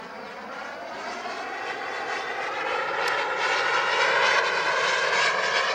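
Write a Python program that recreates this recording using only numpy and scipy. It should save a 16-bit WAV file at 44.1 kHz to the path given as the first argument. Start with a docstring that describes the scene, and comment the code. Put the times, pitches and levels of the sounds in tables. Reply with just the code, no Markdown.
"""An open field: a small turbine model jet passes high overhead and turns its exhaust to the listener.
Its turbulent rush swells and surges on the moving air; the ground echo combs it into bands that sweep up.
A hollow duct howl, a brighter howl and a thin shaft whine climb through it; early on the intake shrills.
Under it lie open-air rumble, insects and faint, very high whistles. A far bird calls once, there is one
dull bump, and a plastic click rocks the camera, which adds its own hiss and narrow notches."""
import sys
import numpy as np
from scipy import signal
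from scipy.fft import rfft, irfft
from scipy.io import wavfile
from scipy.ndimage import uniform_filter1d, map_coordinates

SR = 44100
rng = np.random.default_rng(int(sys.argv[2]) if len(sys.argv) > 2 else 0)


def store_pcm(level_fs):
    """Save levels as 16-bit WAV."""
    pcm = np.round(np.clip(level_fs, -1, 1) * 32767).astype(np.int16)
    wavfile.write(sys.argv[1], SR, np.atleast_2d(pcm).T)


N = 253134
T, HZ = np.arange(N) / SR, np.fft.rfftfreq(N, 1 / SR)
FRAME, HOP = 1024, 256
FRAME_S, BIN_HZ = np.arange(N // HOP + 5) * HOP / SR, np.fft.rfftfreq(FRAME, 1 / SR)

# the turbine shaft's pitch as it reaches the listener: (time [s], pitch [Hz])
SHAFT_PITCH = [(0, 1302), (.45, 1352), (.7, 1454), (1.2, 1580), (1.55, 1661), (2.05, 1750), (2.45, 1805),
               (2.85, 1850), (3, 1864), (3.6, 1868), (4, 1910), (4.3, 1937), (5.74, 1975)]


def amp(db):
    """Decibels to gain."""
    return 10 ** (np.asarray(db) / 20)


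def unit_rms(x):
    """Scales to an rms of one."""
    return x / np.sqrt(np.mean(x ** 2) + 1e-20)


def eq_curve(points, hz):
    """Joins (frequency, value) points on a log-frequency axis."""
    f, value = np.transpose(points)
    return np.interp(np.log(hz + 1), np.log(f + 1), value)


def curves(rows, at):
    """One curve for each later column of a table, read along its first column."""
    axis, *columns = np.transpose(rows)
    return [np.interp(at, axis, column) for column in columns]


def coloured(gain):
    """Steady noise of rms one, shaped by a gain for each frequency in HZ."""
    return unit_rms(irfft(rfft(rng.standard_normal(N)) * gain, N))


def noise_band(centre_hz, half_width_hz, slope=4):
    """Steady noise in one band; a higher slope gives steeper skirts."""
    return coloured(1 / (1 + ((HZ - centre_hz) / half_width_hz) ** slope))


def wander(rate_hz):
    """Random drift that thins out above the given rate."""
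    return noise_band(0, rate_hz, slope=2)


def blown(hz, half_width_hz):
    """A narrow, breathy band of noise that follows the pitch curve hz."""
    phase = 2 * np.pi * np.cumsum(hz) / SR
    return wander(half_width_hz) * np.cos(phase) + wander(half_width_hz) * np.sin(phase)


def strike(start_s, rise_s, t60):
    """Envelope of a hit: quick attack, exponential decay."""
    age = np.maximum(T - start_s, 0)
    return amp(-60 * np.minimum(age / t60, 10)) * (1 - np.exp(-age / rise_s))


def eddies(frames, bins):
    """Turbulence as random patches in time and frequency."""
    patches = uniform_filter1d(rng.standard_normal((len(FRAME_S), len(BIN_HZ))), frames, axis=0)
    return unit_rms(uniform_filter1d(patches, bins, axis=1, mode="wrap"))


def band_db(spectra, low_hz, high_hz):
    """Level of one band in each frame."""
    inside = (BIN_HZ >= low_hz) & (BIN_HZ < high_hz)
    return 10 * np.log10((spectra[:, inside] ** 2).sum(1))


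def exhaust_colour():
    """The exhaust's spectrum in each frame: it turns with the jet and resonates in the tail pipe."""
    # the exhaust from ahead, from the side and from astern: (frequency [Hz], relative level [dB])
    ahead = [(20, -70), (50, -39), (130, -28), (220, -3), (320, -14), (470, -3.5), (640, -7.5), (760, .8),
             (950, 0), (1450, -3), (2300, -11.5), (2900, -20.5), (3600, -26), (4700, -20), (6500, -30),
             (9000, -49), (15000, -89)]
    abeam = [(20, -70), (50, -49), (130, -25), (175, -11), (220, -9), (320, -13), (430, -8.5), (540, 3.2),
             (700, -8), (1100, -9.3), (1500, -8.6), (2000, -10.7), (2900, -16.5), (4800, -23.5),
             (6800, -33), (9000, -45), (15000, -87)]
    astern = [(20, -70), (50, -46), (130, -30), (168, -14.5), (215, -12.5), (310, -13.5), (450, -4.3),
              (640, -2), (770, -3.2), (1050, 2), (1230, -2), (1600, 0), (2300, -5.2), (3200, -14.8),
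              (5200, -19.3), (6800, -27.2), (9000, -46), (15000, -87)]
    # the side facing the listener: (time [s], side [0 ahead, 1 abeam, 2 astern])
    facing = [(0.0, 0.53), (1.1, 0.24), (1.6, 0.81), (2.3, 0.74), (2.9, 1.17), (3.4, 1.47), (5.74, 2.0)]
    # the tail pipe's lowest resonance as it arrives: (time [s], pitch [Hz])
    pipe_pitch = [(0, 768), (.65, 747), (1.3, 650), (2, 640), (2.6, 625), (3.2, 655), (3.9, 710),
                  (4.3, 746), (5, 768), (5.74, 790)]
    # its overtones and the hollows between: (frequency [multiple of that pitch], gain [dB])
    pipe_overtones = [(.7, 0), (1, .8), (1.3, -.4), (1.76, -1), (2.2, 1.2), (2.68, -2), (3.15, 2.5),
                      (3.5, -3.8), (4, 3.8), (4.33, -2.6), (4.8, .4), (5.6, 0)]
    side = curves(facing, FRAME_S)[0][:, None]
    side_db = sum(np.maximum(1 - abs(side - k), 0) * eq_curve(spectrum, BIN_HZ)
                  for k, spectrum in enumerate([ahead, abeam, astern]))
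    pipe_hz, = curves(pipe_pitch, FRAME_S)
    pipe_db, = curves(pipe_overtones, BIN_HZ / pipe_hz[:, None])
    return amp(side_db + pipe_db)


def surges():
    """Moving air carries the jet over in surges and lulls: dB lifts of rush, hiss and fizz per frame."""
    # each gust sets in, holds and lets go: (start [s], length at half height [s], rise [s], fall [s],
    # rush lift [dB], hiss lift [dB], further lift of the top fizz [dB])
    gusts = [(0.01, 0.049, 0.048, 0.028, 1.7, 4.3, -0.2), (0.247, 0.102, 0.049, 0.031, 0.4, 3.5, -0.9),
             (0.465, 0.05, 0.02, 0.02, 0, -2, 0), (0.51, 0.173, 0.057, 0.044, 3.3, 2.4, 0.6),
             (0.755, 0.125, 0.03, 0.04, -1.5, -2, 1), (0.968, 0.233, 0.038, 0.031, 0.7, 2.3, 1.3),
             (1.318, 0.113, 0.059, 0.027, -0.9, 1.8, 1.5), (1.44, 0.04, 0.015, 0.03, 0, -3.5, -1),
             (1.665, 0.059, 0.038, 0.025, 1.7, 3.8, -1.0), (1.765, 0.045, 0.056, 0.029, -2.4, -0.5, 0.8),
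             (1.903, 0.12, 0.048, 0.043, 1.9, 2.5, 0.6), (2.093, 0.141, 0.074, 0.058, 3.2, 5.6, 1.3),
             (2.391, 0.091, 0.055, 0.028, 2.1, 3.8, 1.4), (2.531, 0.085, 0.041, 0.042, 0.2, 2.2, -0.7),
             (2.672, 0.14, 0.069, 0.092, 2.2, 7.3, -1.7), (2.822, 0.091, 0.061, 0.024, -2.0, 2.2, -0.9),
             (2.995, 0.241, 0.056, 0.026, 3.5, 6.7, -2.5), (3.397, 0.212, 0.052, 0.029, 2.2, 5.6, -0.5),
             (3.732, 0.054, 0.029, 0.04, 0.8, 2.6, -0.2), (3.749, 0.074, 0.05, 0.039, 1.4, -0.2, -1.1),
             (3.915, 0.171, 0.055, 0.051, 1.2, 3.6, -1.4), (4.23, 0.173, 0.052, 0.033, 3.3, 5.2, -1.2),
             (4.406, 0.035, 0.036, 0.054, -0.2, -5.2, -0.7), (4.438, 0.05, 0.043, 0.049, 1.5, 4.3, 0.5),
             (4.565, 0.042, 0.028, 0.035, 2.3, 1.2, 2.7), (4.672, 0.045, 0.042, 0.045, 2.4, -0.7, 0.8),
             (4.821, 0.087, 0.08, 0.031, 2.3, 3.6, 1.4), (4.899, 0.15, 0.048, 0.045, -1.2, 0.5, 2.8),
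             (5.141, 0.158, 0.058, 0.042, 3.7, 6.7, 1.9), (5.425, 0.067, 0.025, 0.045, 1.5, 4.4, -0.8),
             (5.553, 0.053, 0.041, 0.041, 4.6, 6.6, -3.1), (5.676, 0.04, 0.023, 0.043, 1.4, 4.1, -5.0)]
    lifts_db = 0
    for start, length, rise_s, fall_s, *lift_db in gusts:
        rise = np.clip(.5 + (FRAME_S - start) / rise_s, 0, 1)
        fall = np.clip(.5 + (start + length - FRAME_S) / fall_s, 0, 1)
        lifts_db = lifts_db + np.outer(lift_db, rise * fall)
    return lifts_db


def exhaust(gain_db=2.3, roar_trim_db=.15, hiss_trim_db=-.4, roar_share=.16, flutter=1., patchiness=2.2):
    """Turbulent jet noise: deep roar from the plume, hiss from the nozzle, both shaken by the air."""
    # the pass's slow swell in calm air, in relative levels: (time [s], roar [dB], rush [dB], hiss [dB])
    calm_pass = [(0.0, -43.3, -41.62, -58.99), (0.85, -41.3, -39.96, -53.38), (1.1, -38.0, -36.86, -48.36),
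                 (1.8, -36.7, -34.11, -49.04), (2.35, -36.7, -32.96, -48.75), (2.9, -33.8, -28.3, -48.96),
                 (3.3, -34.0, -29.62, -45.0), (3.7, -34.0, -26.13, -38.22), (4.15, -31.0, -23.42, -36.9),
                 (4.55, -31.5, -28.19, -39.15), (4.95, -32.8, -25.59, -35.35),
                 (5.36, -32.8, -27.91, -40.77), (5.74, -33.6, -28.16, -35.77)]
    roar, rush, hiss = curves(calm_pass, FRAME_S)
    rush_lift, hiss_lift, fizz_lift = surges()
    colour = exhaust_colour()
    # three faders, blended across the spectrum; long waves take only a share of each gust
    roar_db = roar + roar_share * rush_lift + roar_trim_db - band_db(colour, 180, 700)
    rush_db = rush + rush_lift - band_db(colour, 750, 2500)
    hiss_db = hiss + hiss_lift + hiss_trim_db - band_db(colour, 3200, 8000)
    lows = eq_curve([(500, .92), (950, .025)], BIN_HZ)
    highs = eq_curve([(1900, 0), (3700, .98)], BIN_HZ)
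    swell_db = np.outer(roar_db, lows) + np.outer(rush_db, 1 - lows - highs) + np.outer(hiss_db, highs)
    # long waves ride smoothly through the gusts; short ones surge and twinkle most
    fast_rush_db = rush_db - uniform_filter1d(rush_db, size=40)
    fast_hiss_db = hiss_lift - uniform_filter1d(hiss_lift, size=120)
    rush_depth = eq_curve([(500, -.14), (900, -.29), (1500, -.12), (2200, .53), (3700, .0076)], BIN_HZ)
    hiss_depth = eq_curve([(1500, 0), (2300, .15), (4500, .16), (9000, .26)], BIN_HZ)
    swell_db += np.outer(fast_rush_db, rush_depth) + np.outer(fast_hiss_db, hiss_depth)
    swell_db += np.outer(fizz_lift, eq_curve([(4600, 0), (6000, 1)], BIN_HZ))
    twinkle = flutter * eddies(frames=4, bins=400) + patchiness * np.tanh(eddies(frames=10, bins=14))
    twinkle_db = twinkle * eq_curve([(300, .072), (1500, .55), (5000, 1.29)], BIN_HZ)
    real, imaginary = rng.standard_normal((2,) + colour.shape)
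    spectra = colour * amp(swell_db + twinkle_db) * (real + 1j * imaginary)
    return amp(gain_db) * signal.istft(spectra.T, nperseg=FRAME, noverlap=FRAME - HOP)[1][:N]


def ground_echo(sound, softness=.12, waver_ms=.014, steep_loss=.1):
    """Direct sound and ground echo add and cancel in evenly spaced bands, deepest when the jet is low."""
    # the echo comes sooner as the jet sinks to the horizon: (time [s], delay [ms])
    echo_delay = [(0, 4.61), (.35, 4.12), (.65, 3.59), (.85, 3.31), (1.05, 3.11), (1.25, 2.81),
                  (1.45, 2.65), (1.8, 2.53), (2.12, 2.62), (2.35, 2.52), (2.75, 2.27), (2.95, 2.22),
                  (3.25, 2.18), (3.42, 2.21), (3.7, 2.14), (4.05, 2.11), (4.16, 1.99), (4.32, 1.945),
                  (4.58, 1.985), (4.75, 1.92), (5, 1.915), (5.22, 1.805), (5.45, 1.76), (5.55, 1.79),
                  (5.74, 1.7)]
    # grass scatters short waves; at a grazing angle: (frequency [Hz], reflected share [0-1])
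    reflection = [(150, .95), (500, .78), (700, .68), (1000, .74), (2000, .6), (4000, .48), (8000, .32)]
    delay_ms = curves(echo_delay, T)[0] + waver_ms * wander(12)  # moving air makes the bands waver
    share = np.clip(eq_curve(reflection, HZ), 0, .95)
    soft_ground_phase = softness * eq_curve([(200, .22), (900, .97), (2000, 0), (3500, .4)], HZ)
    direct = rfft(sound) / np.sqrt(1 + share ** 2)
    reflected = irfft(direct * share * np.exp(-1j * soft_ground_phase), N)
    echo = map_coordinates(reflected, [(T - delay_ms / 1000) * SR], order=3)
    grazing = (delay_ms.min() / delay_ms) ** steep_loss  # a steeper angle reflects less
    return irfft(direct, N) + grazing * echo


def ambience(level_db=-53.):
    """Low rumble of the open air, falling away into microphone hiss."""
    # the bed of air and hiss: (frequency [Hz], relative level [dB])
    bed = [(24, -60), (32, -29), (55, -11), (80, -3.5), (130, -13), (170, -2.5), (260, -10), (600, -9.5),
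           (2000, -6.5), (6000, -34.5), (9000, -38.5), (10600, -30), (12500, -37), (15500, -38)]
    return amp(level_db) * coloured(amp(eq_curve(bed, HZ)))


def insects(level_db=-66., swell_db=1.8):
    """A faint, narrow shrill from the grass."""
    shrill = noise_band(centre_hz=4950, half_width_hz=60)
    return amp(level_db + swell_db * wander(14)) * shrill


def whine(waver=.0012, fading_db=2.5):
    """The shaft tone and two octaves above it, wavering and fading on the long path."""
    # the whine is lost once the exhaust points at the listener:
    # (time [s], shaft tone [dB], octave [dB], double octave [dB])
    tone_levels = [(0, -62, -68, -85), (.45, -58, -67, -82), (.57, -43, -66, -80), (.66, -45, -64, -79),
                   (.75, -58, -62, -78), (1.02, -58, -64, -72), (1.24, -58, -52, -72),
                   (1.65, -50, -62, -70), (2.25, -54, -50, -80), (2.7, -60, -66, -82), (3, -58, -63, -65),
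                   (3.75, -53, -59, -70), (4, -38, -48, -69), (4.3, -58, -67, -66), (5.74, -75, -77, -85)]
    hz, = curves(SHAFT_PITCH, T)
    phase = 2 * np.pi * np.cumsum(hz * (1 + waver * wander(25))) / SR
    return np.sqrt(2) * sum(amp(db + fading_db * wander(15)) * np.sin(2 ** octave * phase)
                            for octave, db in enumerate(curves(tone_levels, T)))


def howl(shaft_ratio=.452):
    """Air through the duct rings one resonance, which the jet's motion shifts in step with the whine."""
    # the hollow howl's envelope: (time [s], level [dB])
    envelope = [(0, -74), (.5, -48), (.95, -39.5), (1.45, -38.5), (1.7, -43), (3, -42), (3.4, -64),
                (4, -71)]
    db, = curves(envelope, T)
    shaft_hz, = curves(SHAFT_PITCH, T)
    return amp(db) * blown(shaft_ratio * shaft_hz, half_width_hz=46.)


def intake():
    """Air rushing into the intake whistles in one narrow band."""
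    # the shrill carries while the intake faces the listener: (time [s], level [dB])
    envelope = [(0, -70), (.45, -68), (.7, -61), (1.05, -58), (1.4, -66), (1.75, -58), (2.1, -64),
                (2.6, -63), (3, -80)]
    db, = curves(envelope, T)
    return amp(db) * noise_band(centre_hz=4670, half_width_hz=55)


def bird(gain_db=-.3, roughness=.021, echo_s=.018, echo_db=-6.):
    """A far, rough whistle that arches and falls, smeared by one echo."""
    # one slurred note: (time [s], pitch [Hz], relative level [dB])
    slur = [(.11, 4350, -66), (.145, 4780, -53), (.18, 4900, -56), (.22, 4580, -54), (.26, 4000, -53),
            (.29, 3430, -54), (.32, 2740, -50), (.34, 2580, -70)]
    hz, db = curves(slur, T)
    phase = 2 * np.pi * np.cumsum(hz * (1 + roughness * wander(300))) / SR
    singing = (T > slur[0][0]) & (T < slur[-1][0])
    call = amp(db + gain_db) * np.sin(phase) * singing
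    return call + amp(echo_db) * np.interp(T - echo_s, T, call)


def bump(level_db=-38.):
    """One soft, dull bump of low noise."""
    body = noise_band(centre_hz=280, half_width_hz=140)
    return amp(level_db) * body * strike(start_s=.945, rise_s=.005, t60=.09)


def upper_howl(gain_db=-1.):
    """A bright, hollow band in the rush, rising from about 1.3 to 1.7 kHz."""
    # the band's climb: (time [s], pitch [Hz], relative level [dB])
    climb = [(2.4, 1290, -62), (2.75, 1320, -40), (2.95, 1350, -39), (3.3, 1390, -47), (3.5, 1450, -36),
             (4.02, 1440, -33), (4.25, 1550, -32), (4.5, 1510, -39), (4.8, 1540, -35), (5.2, 1625, -34),
             (5.4, 1640, -42), (5.74, 1680, -42)]
    hz, db = curves(climb, T)
    return amp(db + gain_db) * blown(hz, half_width_hz=45.)


def click(rise_s=.0002, tilt_db_per_octave=0.):
    """One small click: a cluster of snaps, each ringing the plastic for a few milliseconds."""
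    # the snaps: (time [s], relative level [dB], ring [Hz], bandwidth [Hz], t60 [s])
    snaps = [(3.0782, -23, 4230, 800, 0.014), (3.0778, -34, 11500, 5000, .0099),
             (3.0798, -31.5, 11500, 3500, .008), (3.0802, -22, 2480, 500, .016),
             (3.0811, -21, 5350, 600, .015), (3.0824, -28, 7450, 700, .013)]
    out = np.zeros(N)
    for start_s, db, hz, width_hz, t60 in snaps:
        ring = noise_band(hz, width_hz / 2, slope=2)
        envelope = amp(db + tilt_db_per_octave * np.log2(hz / 5000)) * strike(start_s, rise_s, t60)
        out += np.sqrt(np.mean(envelope ** 2)) * unit_rms(ring * envelope)
    return out


def knock(rise_s=.002):
    """The click rocks the camera body, which rings briefly."""
    # the body's one resonance: (time [s], level [dB], ring [Hz], t60 [s])
    body_ring = (3.0812, -14.5, 500, .028)
    start_s, db, hz, t60 = body_ring
    return amp(db) * strike(start_s, rise_s, t60) * np.sin(2 * np.pi * hz * (T - start_s))


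def scene(air_side_db=-21.5, click_side_db=-10.5):
    """The jet reaches a close microphone pair alike; the open air and the click differ between them."""
    jet = ground_echo(exhaust()) + howl() + upper_howl() + whine() + intake()
    mid = jet + bird() + insects() + click() + bump() + ambience()
    side = amp(air_side_db) * ambience() + amp(click_side_db) * click(tilt_db_per_octave=2.)
    side += knock()  # pushes the two capsules opposite ways
    return np.array([mid + side, mid - side])


def camera_comb(spacing_hz=300, half_width_hz=17, even_db=-7, odd_db=-2.3):
    """Gain of the camera's narrow, evenly spaced notches; every second one is deeper."""
    notch = np.round(HZ / spacing_hz)
    depth_db = np.where(notch % 2, odd_db, even_db) * (notch > 0)
    return amp(depth_db / (1 + ((HZ - notch * spacing_hz) / half_width_hz) ** 2))


def record(dry, hiss_db=-76., cutoff_hz=15750):
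    """Two slightly unequal capsules with their own hiss; then faint high whistles and a band limit."""
    # faint, steady, very high whistles: (frequency [Hz], level [dB])
    whistles = [(10401, -95), (10497, -93), (11100, -94), (14702, -97), (15299, -93), (15625, -81)]
    balance_db = eq_curve([(2200, .19), (4500, .57), (7000, .6), (9000, -.1)], HZ)
    left_lead_rad = eq_curve([(120, .05), (300, .025), (700, .041), (1000, .01), (1500, .086),
                              (2500, .017), (5000, .22), (9000, .05)], HZ)
    left_gain = amp(balance_db / 2) * np.exp(.5j * left_lead_rad)
    stereo = irfft(rfft(dry) * camera_comb() * np.array([left_gain, 1 / left_gain]), N)
    stereo += amp(hiss_db) * rng.standard_normal((2, N))
    stereo += sum(amp(db) * np.sqrt(2) * np.sin(2 * np.pi * hz * T) for hz, db in whistles)
    lowpass = signal.firwin(511, cutoff_hz, window=("kaiser", 9), fs=SR)
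    return signal.oaconvolve(stereo, lowpass[None], "same")


dry = scene()
out = record(dry)
store_pcm(out)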